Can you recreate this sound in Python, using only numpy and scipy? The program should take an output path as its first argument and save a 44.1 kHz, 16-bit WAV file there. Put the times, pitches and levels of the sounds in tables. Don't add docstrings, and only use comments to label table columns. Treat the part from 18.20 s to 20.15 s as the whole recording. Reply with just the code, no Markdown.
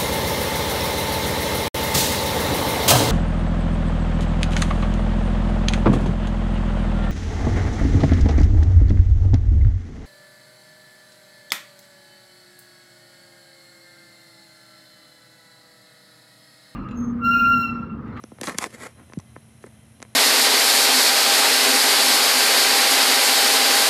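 import sys
import numpy as np
from scipy import signal
from scipy.fft import rfft, irfft
from scipy.io import wavfile
from scipy.ndimage import uniform_filter1d

SR = 44100
rng = np.random.default_rng(int(sys.argv[2]) if len(sys.argv) > 2 else 0)


def generate_wav(sig):
    pcm = np.round(np.clip(np.atleast_2d(sig).T, -1, 1) * 32767).astype(np.int16)
    wavfile.write(sys.argv[1], SR, pcm)


N = 85995


def undb(db):
    return 10 ** (np.asarray(db) / 20)


def unit(x):
    return x / np.sqrt(np.mean(x ** 2))


def bins():
    return np.maximum(np.arange(N // 2 + 1) * SR / N, 1)


def response(points):
    hz, db = np.array(points, float).T
    gain = undb(np.interp(np.log(bins()), np.log(hz), db))
    cepstrum = irfft(np.log(gain), N)
    cepstrum[1:N // 2] *= 2
    cepstrum[N // 2 + 1:] = 0
    return np.exp(rfft(cepstrum))


def wander(rate_hz):
    hold = int(SR / rate_hz)
    steps = np.repeat(rng.standard_normal(N // hold + 1), hold)
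    return unit(uniform_filter1d(uniform_filter1d(steps, hold), hold)[:N])


def noise(colour):
    return unit(irfft(rfft(rng.standard_normal(N)) * colour, N))


def resonance(hz, decay_s, db):
    return undb(db) / (1 + 1j * np.pi * decay_s * (bins() - hz ** 2 / bins()))


def diffuse_ring(t, decay_s):
    tail = rng.standard_normal(N) * np.exp(-t / decay_s)
    return rfft(tail / np.linalg.norm(tail))


def room(t):
    # frequency in Hz, relative level in dB.
    air_colour = [(25, -48), (45, -29), (75, -6), (135, -7), (175, -11.5), (255, -11), (360, -21.5),
                  (650, -20.5), (900, -26), (2600, -29), (3800, -33), (4600, -39), (5800, -34), (7200, -37),
                  (8500, -35.5), (10100, -27.5), (11200, -32), (12500, -41.5), (13400, -57), (16000, -70)]
    # centre in Hz, bandwidth in Hz, rms level in dB.
    whine_bands = [(2040, 82, -74), (3143, 20, -76.5), (4044, 38, -75.5), (5550, 63, -78.5),
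                   (6200, 42, -78.5), (8830, 58, -75.5), (9350, 40, -77), (10120, 300, -69.5),
                   (12160, 200, -85)]
    # frequency in Hz, rms level in dB.
    hum_tones = [(84, -62), (119.5, -56.5), (220.5, -59)]
    air = undb(-53.5) * noise(response(air_colour))
    whines = sum(undb(db) * noise(1 / (1 + (2 * (bins() - hz) / width) ** 2))
                 for hz, width, db in whine_bands)
    hum = np.zeros(N)
    for hz, db in hum_tones:
        amplitude = np.sqrt(2) * undb(db - wander(8.8))
        hum += amplitude * np.sin(2 * np.pi * hz * t + wander(7.04))
    return air + whines + hum


def body():
    # frequency in Hz, gain in dB.
    colour = [(45, -31.5), (100, -15), (230, -0.5), (450, -2.5), (700, -2.5), (1200, -4), (2100, 0.5),
              (3000, -8), (4600, -6.5), (7500, -6), (10800, -7.5), (12500, -16), (16000, -34.5)]
    # frequency in Hz, decay time in seconds, gain in dB.
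    modes = [(237, 0.021, -8), (506, .008, -2.5), (1043, 0.0054, 1.5), (1280, 0.0049, -5),
             (1780, 0.0066, -2), (2105, 0.0069, -18.5), (3330, 0.0035, -2), (6570, 0.0026, -16.5)]
    return response(colour) * (1 + sum(resonance(*mode) for mode in modes))


def taps(t):
    # start in seconds, bass, middle and treble gains in dB, group delay at 1 kHz in ms,
    # relative rattle level in dB, cutoff in Hz.
    contacts = [(.0380, 10, -9.5, -16.5, 1.73, -2, 7200), (.1150, 8.5, -13, -57, 4.0, -3, 2480),
                (0.1848, -8, -11, -25, 1.7, 0, 4000), (.2000, -3, -14, -32, 1.5, -4, 2500),
                (0.2115, 14.5, -6.5, -2.5, 3.7, 3, 14000), (0.2328, 0.5, 0.5, -2, 1.92, -3, 9050),
                (0.2715, -4, 3.5, 6.5, 1.5, -3, 5000), (0.384, 14.5, -1, 13, 2.48, -34, 15100),
                (0.3867, -14.5, 10, 7, 0.79, -13, 7900), (0.4408, 7.5, 11, 0.5, 1.36, -2, 9100),
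                (0.8981, -2, -18, -30, 1.43, -5, 4000), (0.922, -13, -9, -34, 1.07, -1, 3000),
                (0.9345, 2, -8, -14.5, 1.28, -3.5, 6540), (0.9889, -18, -21, -16, 0.66, -10, 9500),
                (0.9965, -6, -11.5, -32, 1.36, 2.5, 7000), (1.0010, -16, -21, -19, 0.96, -20, 7600),
                (1.1596, -28, -12, -29, 1.39, -19, 6000), (1.1632, 5.5, -2.5, -21.5, 1.485, -29, 2480),
                (1.439, -4, -3, -26, 2.01, -5.5, 3000), (1.8020, -4, -19, -21, 1.26, -3.5, 7000),
                (1.8192, -4, -11.5, -18, 1.16, -7, 8100), (1.8262, 3, -3, -8, 1.3, 1, 10000),
                (1.85, -13, -16.5, -27, 1.4, -1, 3000)]
    centres_hz = (292, 1310, 5200)
    hz, spectrum = bins(), 0
    slowness = np.sqrt(1000 / hz)
    rattle_band = hz ** 2 / (hz ** 2 + 700 ** 2)
    for start, *gains_db, lag_ms, rattle_db, cutoff_hz in contacts:
        force = response(list(zip(centres_hz, gains_db)))
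        softness = 1 / np.sqrt(1 + (hz / cutoff_hz) ** 8)
        rattle = undb(rattle_db) * rattle_band * diffuse_ring(t, decay_s=0.0017)
        phase_delay = 2 * lag_ms / 1000 * slowness
        travel = np.exp(-2j * np.pi * hz * (start + phase_delay))
        spectrum += force * softness * travel * (1 + rattle)
    high_ring = resonance(hz=5900, decay_s=0.0019, db=3.5)
    return irfft(spectrum * body() * (1 + high_ring), N)


def tap_rings(t):
    # start in seconds, frequency in Hz, decay time in seconds, gain in dB.
    rings = [(.0382, 5750, .0006, -31), (.2126, 6100, .0025, -28), (.2334, 4620, 0.0015, -23),
             (.2722, 3950, .0022, -27), (.9886, 7460, 0.0004, -32.5), (1.0010, 5900, 0.00086, -32),
             (1.4636, 8300, 0.00054, -33), (1.8267, 5400, 0.00065, -29.5)]
    rise_s = 0.00017
    out = np.zeros(N)
    for start, hz, decay_s, db in rings:
        age = np.maximum(t - start, 0)
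        envelope = (1 - np.exp(-age / rise_s)) * np.exp(-age / decay_s)
        out += undb(db) * envelope * np.sin(2 * np.pi * hz * age)
    return out


def scuffs(t):
    # time of greatest pressure, rise and fall in seconds, bass, middle and treble levels in dB.
    strokes = [(.2130, .004, .005, -44, -44, -52), (.241, 0.0086, 0.01, -33.5, -35.5, -36.5),
               (0.26, 0.0091, 0.022, -66, -51.5, -38.5), (0.284, 0.0079, 0.019, -29.5, -29, -37.5),
               (0.319, 0.012, 0.019, -39.5, -42, -47), (0.349, 0.0046, 0.0082, -37, -38, -49.5),
               (.388, 0.012, 0.019, -48.5, -47, -40), (0.428, .019, 0.018, -44, -30, -35),
               (.463, 0.019, 0.01, -36, -45.5, -43), (.505, 0.033, .020, -58.5, -60, -57.5),
               (0.548, 0.018, 0.011, -44, -44.5, -47), (0.634, 0.04, 0.031, -44, -38.5, -44),
               (.668, 0.0067, 0.005, -45, -35, -48), (.700, 0.017, 0.023, -62, -63, -65),
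               (0.799, 0.032, 0.039, -50.5, -55, -76), (1.428, .004, .018, -58, -63, -57),
               (1.469, .005, 0.0082, -45, -51.5, -62)]
    crossovers_hz = (640, 2420)
    slips_per_s, scatter_db = 4500, 2.5
    slips = (rng.random(N) < slips_per_s / SR) * rng.choice([-1, 1], N)
    strengths = undb(scatter_db * rng.exponential(size=N))
    rub = rfft(slips * strengths) * body()
    low, high = (1 / (1 + (bins() / hz) ** 6) for hz in crossovers_hz)
    bands = [rfft(unit(irfft(rub * share, N))) for share in (low, high - low, 1 - high)]
    ring_gain = undb(-6)
    out = np.zeros(N)
    for peak, rise, fall, *levels_db in strokes:
        width_s = np.where(t < peak, rise, fall)
        pressure = np.exp(-np.abs((t - peak) / width_s) ** 1.49)
        spot = (1 + ring_gain * diffuse_ring(t, decay_s=0.0042)) / np.hypot(1, ring_gain)
        friction = sum(undb(db) * band for db, band in zip(levels_db, bands))
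        out += pressure * irfft(spot * friction, N)
    return out


def bumps(t):
    # start in seconds, gain in dB, initial and final frequency in Hz, decay time in seconds.
    impacts = [(.3490, -33.5, 232, 130, 0.013), (.4620, -31, 480, 380, .010),
               (0.9734, -19, 303, 53.4, .014), (1.1735, -46, 200, 129, 0.027),
               (1.4417, -31.5, 410, 343, 0.0078)]
    rise_s, sink_s = 0.0011, 0.01
    out = np.zeros(N)
    for start, db, first_hz, last_hz, decay_s in impacts:
        age = np.maximum(t - start, 0)
        hz = last_hz + (first_hz - last_hz) * np.exp(-age / sink_s)
        phase = 2 * np.pi * np.cumsum(hz * (age > 0)) / SR
        envelope = (1 - np.exp(-age / rise_s)) * np.exp(-(age / decay_s) ** 2)
        out += undb(db) * envelope * np.sin(phase)
    return out


def scene():
    t = np.arange(N) / SR
    return (room(t) + scuffs(t) + taps(t) + tap_rings(t) + bumps(t))[None]


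def record(dry):
    cutoff_hz = 16200
    return signal.sosfilt(signal.ellip(8, .2, 70, cutoff_hz, fs=SR, output="sos"), dry)


dry = scene()
out = record(dry)
generate_wav(out)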